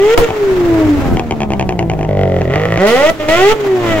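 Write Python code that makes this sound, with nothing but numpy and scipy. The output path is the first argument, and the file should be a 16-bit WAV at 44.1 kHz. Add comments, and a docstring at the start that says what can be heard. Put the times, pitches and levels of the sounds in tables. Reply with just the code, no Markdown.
"""Loud exhaust on a night road

City road at night, stereo microphone just behind a car with a very loud exhaust. It revs, backfires,
coasts down with bursts of pops and a burble, then pulls hard through two gears and lifts off.
Firing pulses ring the pipe over its drone, and unburnt fuel pops inside it. The roadside throws
the exhaust back; tyre rush and wind on the microphone run underneath."""
import sys
import numpy as np
from scipy import signal
from scipy.fft import rfft, irfft
from scipy.io import wavfile

SR = 44100
rng = np.random.default_rng(int(sys.argv[2]) if len(sys.argv) > 2 else 0)


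def unload_audio(sound):
    """Save the sound as a 16-bit wav file, at the path given as the first command line argument."""
    columns = np.transpose(np.atleast_2d(sound))
    # keep every value between -1 and 1, then stretch to whole-number steps
    steps = np.round(np.clip(columns, -1, 1) * 32767)
    wavfile.write(sys.argv[1], SR, steps.astype(np.int16))


N = 176400

# tyre rush and wind as heard, with the ducking by the recorder's gain control during the pops
# written into the curve: t/s, tyre rush/dB, wind rumble/dB
DUCKED_BED_LEVELS = [(0,-21,-24),(.25,-23,-41),(.46,-21,-22),(1.05,-20.5,-17.5),(1.13,-24,-9.5),(1.21,-32.5,-23),(1.9,-39.5,-20.5),(2.8,-27,-36),(3.17,-26.5,-32),(3.26,-22,-28),(3.55,-24,-33),(3.9,-21,-21.5)]
# colour of the tyre rush: f/Hz, level/dB
TYRE_SPECTRUM = [(60,-61),(300,5),(700,-2),(2000,-8),(4500,-21),(7300,-24.5),(8800,-34.5),(16000,-29.5)]
# colour of the wind on the microphone: f/Hz, level/dB
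WIND_SPECTRUM = [(10,-2),(130,-3.5),(300,-7.5),(3000,-54)]
# likeness of the noise in the two channels: f/Hz, correlation
STEREO_LIKENESS = [(30,0.3),(300,0.63),(2500,0.12)]
# roadside echoes: f/Hz, level/dB, time to fall 60 dB/s
STREET_ECHOES = [(100,-20,0.31),(1000,3.5,0.079),(2500,-10.5,0.078),(6000,-13.5,.12)]
# the car's place in the stereo image: t/s, left minus right/dB
CAR_PAN = [(2,0.7),(2.8,-1.5),(4,0.1)]

# spits of gas as the throttle opens: t/s, level/dB, decay/s
SPIT_EVENTS = [(2.868,-17.5,0.11),(3.286,-21.5,0.082)]
# colour of a spit: f/Hz, level/dB
SPIT_SPECTRUM = [(500,-22),(3000,8.5),(8000,-7.5),(16000,-13)]
# the backfire and the two gear-change thuds: t/s, bang/dB, pressure wave/dB, decay/s
BLAST_EVENTS = [(0.176,3.5,4.5,0.024),(3.099,-10.5,-21,0.017),(3.52,-9,-10.5,0.014)]
# colour of the bang: f/Hz, level/dB
BANG_SPECTRUM = [(30,8),(600,3.5),(1500,-10.5),(8000,-26.5)]

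# the gas cools while coasting, so pops and burble ring lower: t/s, factor on their resonances
GAS_HEAT = [(1.3,1.127),(2.1,1.04),(2.4,0.98)]
# runs of burble: start/s, end/s, thump/dB, crack/dB, relative size of the weaker pops
BURBLE_RUNS = [(2.0908,2.425,0.5,-11.5,0.24),(2.4543,2.521,-3.5,-13,0.21),(2.5381,2.67,-3,-3,0.27),(2.687,2.765,-3,-5.5,0.13)]
# thump of the burble: f/Hz, level/dB
BURBLE_THUMP_SPECTRUM = [(30,-20.5),(95,7),(165,8.5),(250,-13),(370,0),(470,2),(570,3.5),(690,-0.5),(820,-11),(16000,-87)]
# crack of the burble: f/Hz, level/dB
BURBLE_CRACK_SPECTRUM = [(100,-23),(1350,5.5),(1600,-7),(1950,13),(2300,-0.5),(3300,-8.5),(4400,-16),(7200,-23),(9000,-34)]
# single pops in the pipe: t/s, relative level/dB
POP_EVENTS = [(.1765,-3),(.288,-23),(.305,-15),(1.1708,-12.5),(1.1955,-9.5),(1.3097,-10),(1.3224,-17.5),(1.4049,-14),(1.4185,-13),(1.4327,-14),(1.5046,-18),(1.52,-16),(1.535,-13),(1.5961,-9.5),(1.611,-13),(1.6259,-18),(1.6918,-9),(1.7079,-25),(1.7241,-21.5),(1.7919,-8),(1.8099,-25),(1.827,-22),(1.8988,-11.5),(1.9162,-21),(1.936,-22),(1.9917,-23),(2.0111,-21),(2.0301,-19),(2.0493,-22),(2.4169,-15),(2.5577,-11),(2.7747,-8),(3.286,-10)]
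# thump of a pop: f/Hz, level/dB
POP_THUMP_SPECTRUM = [(30,-35),(72,9.5),(160,3),(232,-11),(312,7),(480,-4.5),(690,4),(980,-11.5),(1250,-25),(16000,-76)]
# crack of a pop: f/Hz, level/dB
POP_CRACK_SPECTRUM = [(100,-97),(1250,-6),(1950,10.5),(2850,6.5),(3570,-14.5),(6250,-5.5),(8000,-37),(16000,-36)]

# engine speed, three firings to a turn: t/s, firing rate/Hz
FIRING_RATE = [(0,384.8),(.15,472.7),(.21,472),(.4,412.7),(.6,354.8),(.8,318),(1,278.5),(1.2,242.6),(1.8,171.5),(2.1,150.4),(2.49,125.7),(2.57,152.1),(2.68,165.9),(2.77,168.3),(2.85,204.4),(2.97,259.7),(3.1,332.6),(3.21,304.9),(3.27,302),(3.35,336.3),(3.52,441.6),(3.6,417.7),(3.7,383.4),(4,308.3)]
# drone of the pipe: t/s, firing note/dB, overtones/dB
DRONE_LEVELS = [(.145,-9.5,-38),(.155,-42,-36),(.23,-7,-22),(.26,-26,-40),(.35,-20,-53),(.43,-9.5,-31),(.6,-10.5,-32.5),(.76,-8.5,-14),(.92,-7,-22.5),(.97,-13.5,-22.5),(1.15,-25,-20.5),(1.25,-23,-32),(1.9,-18,-28.5),(2.65,-19,-28.5),(2.85,-35,-37.5),(3.5,-26.5,-27.5),(3.73,-7.5,-26),(3.85,-20,-17)]
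# colour of the drone's overtones: f/Hz, level/dB
OVERTONE_SPECTRUM = [(110,4),(220,-5),(330,2.5),(450,-2.5),(540,-12),(630,-1),(1000,-14.5),(1400,-16.5),(2300,-34)]
# throttle, heard as the strength of the firings: t/s, level/dB
THROTTLE_LEVEL = [(0,-9.5),(.147,0),(.153,-37.5),(.2,-32),(.21,-8),(.246,-0.5),(.253,-11),(.6,-48),(2.48,-28),(2.51,-11.5),(2.76,-21),(2.81,-1),(3.1,2.5),(3.125,-60),(3.18,-46),(3.2,-7.5),(3.275,-16.5),(3.29,2),(3.525,5),(3.54,-17),(3.78,-20),(3.89,-3),(4,-7)]
# the three firings of a turn: relative strength, lag/s
CYLINDER_FIRINGS = [(1.01,0),(0.88,.00003),(0.7,-.00002)]
# resonances of the exhaust pipe: f/Hz, level/dB
PIPE_RESPONSE = [(100,-15.5),(170,-8.5),(250,-17),(330,-23.5),(400,-3.5),(440,-13.5),(480,-3.5),(530,-13),(600,-3.5),(680,-16.5),(830,-15),(950,-27.5),(1100,-22),(1280,-21),(1450,-18),(1620,-41),(1950,-15),(2200,-24),(3300,-28.5),(4200,-46),(7200,-55),(8700,-69),(16000,-81)]
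# gas rushing out with each firing: f/Hz, level/dB
RASP_SPECTRUM = [(500,-19),(2000,0),(3300,0.5),(4500,-13),(7300,-10),(8700,-28),(16000,-21)]


def amp(db):
    """Decibels to amplitude."""
    return 10 ** (np.asarray(db) / 20)


def unit(x):
    """Scales to rms 1."""
    return x / np.sqrt(np.mean(x ** 2) + 1e-20)


def curve(table, column=1):
    """One column of a time table, per sample."""
    rows = np.array(table)
    return np.interp(np.arange(N) / SR, rows[:, 0], rows[:, column])


def at_hz(table, hz, column=1):
    """One column of a frequency table, interpolated on a log axis."""
    rows = np.array(table)
    return np.interp(np.log(hz + 1), np.log(rows[:, 0] + 1), rows[:, column])


def pan(left_minus_right_db):
    """Left and right gains for a level difference between the channels."""
    return amp(np.vstack([left_minus_right_db, -left_minus_right_db]) / 2)


def ring(spectrum, stretch=1, size=4096):
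    """Minimum-phase impulse response with this spectrum, its frequencies multiplied by stretch."""
    hz = abs(np.fft.fftfreq(size, 1 / SR))
    log_gain = np.log(amp(at_hz(spectrum, hz / stretch)))
    return np.fft.ifft(np.exp(np.conj(signal.hilbert(log_gain)))).real[:size // 2]


def through(x, response):
    """Filters x with an impulse response."""
    return signal.oaconvolve(x, response)[:N]


def strike(times, sizes, spectrum):
    """Pressure pulses of the given peak sizes, their resonances following the heat of the gas."""
    out = np.zeros(N)
    stretches = np.interp(times, *np.transpose(GAS_HEAT))
    for start, size, stretch in zip(times, sizes, stretches):
        response = ring(spectrum, stretch)
        part = out[round(start * SR):][:len(response)]
        part += size * response[:len(part)] / abs(response).max()
    return out


def clicks(times, sizes, half_width=8):
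    """Band-limited impulses at exact times."""
    centre = np.asarray(times)[:, None] * SR
    index = np.floor(centre).astype(int) + np.arange(1 - half_width, half_width + 1)
    shape = np.sinc(index - centre) * np.sinc((index - centre) / half_width)
    weights = shape * np.asarray(sizes)[:, None]
    return np.bincount(np.clip(index, 0, N).ravel(), weights.ravel(), N + 1)[:N]


def noise(spectrum):
    """Coloured stereo noise of rms 1, the channels most alike in the low mids."""
    hz = np.fft.rfftfreq(N, 1 / SR)
    left, independent = rfft(rng.standard_normal((2, N)))
    likeness = np.clip(at_hz(STEREO_LIKENESS, hz), 0, 1)
    right = likeness * left + np.sqrt(1 - likeness ** 2) * independent
    return unit(irfft(np.array([left, right]) * amp(at_hz(spectrum, hz)), N))


def wander(hz):
    """Random drift of rms 1, mostly slower than hz."""
    lowpass = np.exp(-(np.fft.rfftfreq(N, 1 / SR) / hz) ** 2)
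    return unit(irfft(rfft(rng.standard_normal(N)) * lowpass, N))


def tyres_and_wind(flicker_db=1.64, gust_db=2):
    """The bed: flickering tyre rush, ducked during the pops, and lumpy wind on the microphone."""
    rush = amp(curve(DUCKED_BED_LEVELS) + flicker_db * wander(hz=40)) * noise(TYRE_SPECTRUM)
    wind = amp(curve(DUCKED_BED_LEVELS, column=2) + gust_db * wander(hz=18.2)) * noise(WIND_SPECTRUM)
    return rush + wind


def street_echoes(source, first_s=0.0062, echoes_per_s=3000):
    """Scattered returns from the road, barriers and other cars, different in each channel."""
    t = np.arange(SR // 2) / SR
    taps = rng.standard_normal((2, len(t)))
    taps *= (rng.random((2, len(t))) < echoes_per_s / SR) * (t > first_s)
    hz, age, bands = signal.stft(taps, SR, nperseg=256)
    decay_rate = np.log(1000) / at_hz(STREET_ECHOES, hz, column=2)[:, None]
    fade = np.exp(-decay_rate * age) * np.sqrt(decay_rate)  # same energy for any decay time
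    bands = bands * amp(at_hz(STREET_ECHOES, hz)[:, None]) * fade
    tails = signal.istft(bands, SR, nperseg=256)[1] / np.linalg.norm(taps[0])
    return np.array([through(source, tail) for tail in tails])


def spits():
    """Short bright bursts of gas from the tailpipe as the throttle opens."""
    t = np.arange(N) / SR
    envelope = sum((t > start) * amp(db) * np.exp(-np.maximum(t - start, 0) / decay_s)
                   for start, db, decay_s in SPIT_EVENTS)
    return envelope * noise(SPIT_SPECTRUM)


def blasts(quarter_wave_s=.016):
    """Backfire and gear-change thuds at close range: a noise burst riding on one slow pressure wave."""
    out, roar = np.zeros((2, N)), noise(BANG_SPECTRUM)
    for start, bang_db, wave_db, decay_s in BLAST_EVENTS:
        age = np.maximum(np.arange(N) / SR - start, 0)
        wave = np.sin(np.pi / 2 * age / quarter_wave_s)
        out += (age > 0) * np.exp(-age / decay_s) * (amp(bang_db) * roar + amp(wave_db) * wave)
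    return out


def burble(firing_count, uneven_db=1.5):
    """At low revs the exhaust pops once each turn, and more softly halfway between."""
    t, out = np.arange(N) / SR, np.zeros(N)
    half_turns = 2 * firing_count / len(CYLINDER_FIRINGS)
    for start, end, thump_db, crack_db, weaker in BURBLE_RUNS:
        first, last = np.interp([start, end], t, half_turns)
        times = np.interp(np.arange(first, last), half_turns, t)
        sizes = np.where(np.arange(len(times)) % 2, weaker, 1)
        sizes = sizes * amp(uneven_db * rng.standard_normal(len(times)))
        out += strike(times, sizes * amp(thump_db), BURBLE_THUMP_SPECTRUM)
        out += strike(times, sizes ** 2 * amp(crack_db), BURBLE_CRACK_SPECTRUM)
    return out


def road_bounce(times, sizes, delay_s=0.00123, spread=0.1, reflection=0.65):
    """Each crack reaches the microphone again off the road, never by quite the same distance."""
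    arrivals = times + delay_s * (1 + spread * rng.standard_normal(len(times)))
    return strike(arrivals, reflection * sizes, POP_CRACK_SPECTRUM)


def pops(thump_db=2, crack_db=6.5, thump_follows=0.34):
    """Unburnt fuel goes off in the pipe: all pops thump much alike, the strong ones also crack."""
    times, level_db = np.transpose(POP_EVENTS)
    thumps = strike(times, amp(thump_db + thump_follows * level_db), POP_THUMP_SPECTRUM)
    crack_sizes = amp(crack_db + level_db)
    cracks = strike(times, crack_sizes, POP_CRACK_SPECTRUM)
    return thumps + cracks + road_bounce(times, crack_sizes)


def pipe_drone(firing_count, waver_db=1.15, flutter_db=3, between_db=-7, shaft_orders=18):
    """The pipe hums on the firing note, with unsteady overtones and weaker shaft harmonics between."""
    firing_hz, phase = curve(FIRING_RATE), 2 * np.pi * firing_count
    note = amp(curve(DRONE_LEVELS) + waver_db * wander(hz=25.5)) * np.cos(phase)
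    overtones = np.zeros(N)
    for ratio in np.arange(1, shaft_orders + 1) / len(CYLINDER_FIRINGS):
        if ratio != 1:
            level_db = at_hz(OVERTONE_SPECTRUM, ratio * firing_hz) + between_db * (ratio % 1 > 0)
            overtones += amp(level_db + flutter_db * wander(hz=16.3)) * np.cos(ratio * phase)
    return np.sqrt(2) * (note + amp(curve(DRONE_LEVELS, column=2)) * overtones)


def firings(firing_count, jitter_s=7e-6, uneven=0.086, rasp_db=-22.5, puff_decay_s=0.0024):
    """Each cylinder sends a pulse down its own length of pipe, with a puff of rushing gas."""
    t, number = np.arange(N) / SR, np.arange(int(firing_count[-1]))
    time_scatter, size_scatter = rng.standard_normal((len(number), 2)).T
    strength, lag_s = np.array(CYLINDER_FIRINGS)[number % len(CYLINDER_FIRINGS)].T
    times = np.interp(number, firing_count, t) + lag_s + jitter_s * time_scatter
    sizes = strength * (1 + uneven * size_scatter)
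    throttle = amp(curve(THROTTLE_LEVEL))
    period_samples = SR / curve(FIRING_RATE)  # keeps the pulses' harmonics level as the revs change
    pulses = clicks(times, sizes) * throttle * period_samples / np.sqrt(2)
    puffs = unit(through(clicks(times, sizes ** 2), np.exp(-t[:SR // 20] / puff_decay_s)))
    rasp = amp(rasp_db) * throttle * puffs * noise(RASP_SPECTRUM)
    return through(pulses, ring(PIPE_RESPONSE)), rasp


def scene(right_lag_s=7e-5, gas_pan_db=-3.5):
    """The tailpipe just ahead of the microphone, its sharp sounds echoing, over tyres and wind."""
    firing_count = np.cumsum(curve(FIRING_RATE)) / SR
    pulses, rasp = firings(firing_count)
    sharp = pulses + pops() + burble(firing_count)
    exhaust = sharp + pipe_drone(firing_count)
    right_delay = np.exp(-2j * np.pi * np.fft.rfftfreq(N, 1 / SR) * right_lag_s)
    direct = np.array([exhaust, irfft(rfft(exhaust) * right_delay, N)])
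    gas = (rasp + spits()) * pan(gas_pan_db)
    car = direct + gas + street_echoes(sharp)
    return car * pan(curve(CAR_PAN)) + blasts() + tyres_and_wind()


def record(dry, gain_db=-1.5, ceiling=0.8, top_hz=15900):
    """The recorder rounds off the loudest peaks, then cuts the highest treble."""
    driven = dry * amp(gain_db) / ceiling
    rounded = ceiling * driven / (1 + driven ** 6) ** (1 / 6)
    lowpass = signal.firwin(511, top_hz, window=("kaiser", 9), fs=SR)
    return signal.oaconvolve(rounded, lowpass[None], "same")


dry = scene()
out = record(dry)
unload_audio(out)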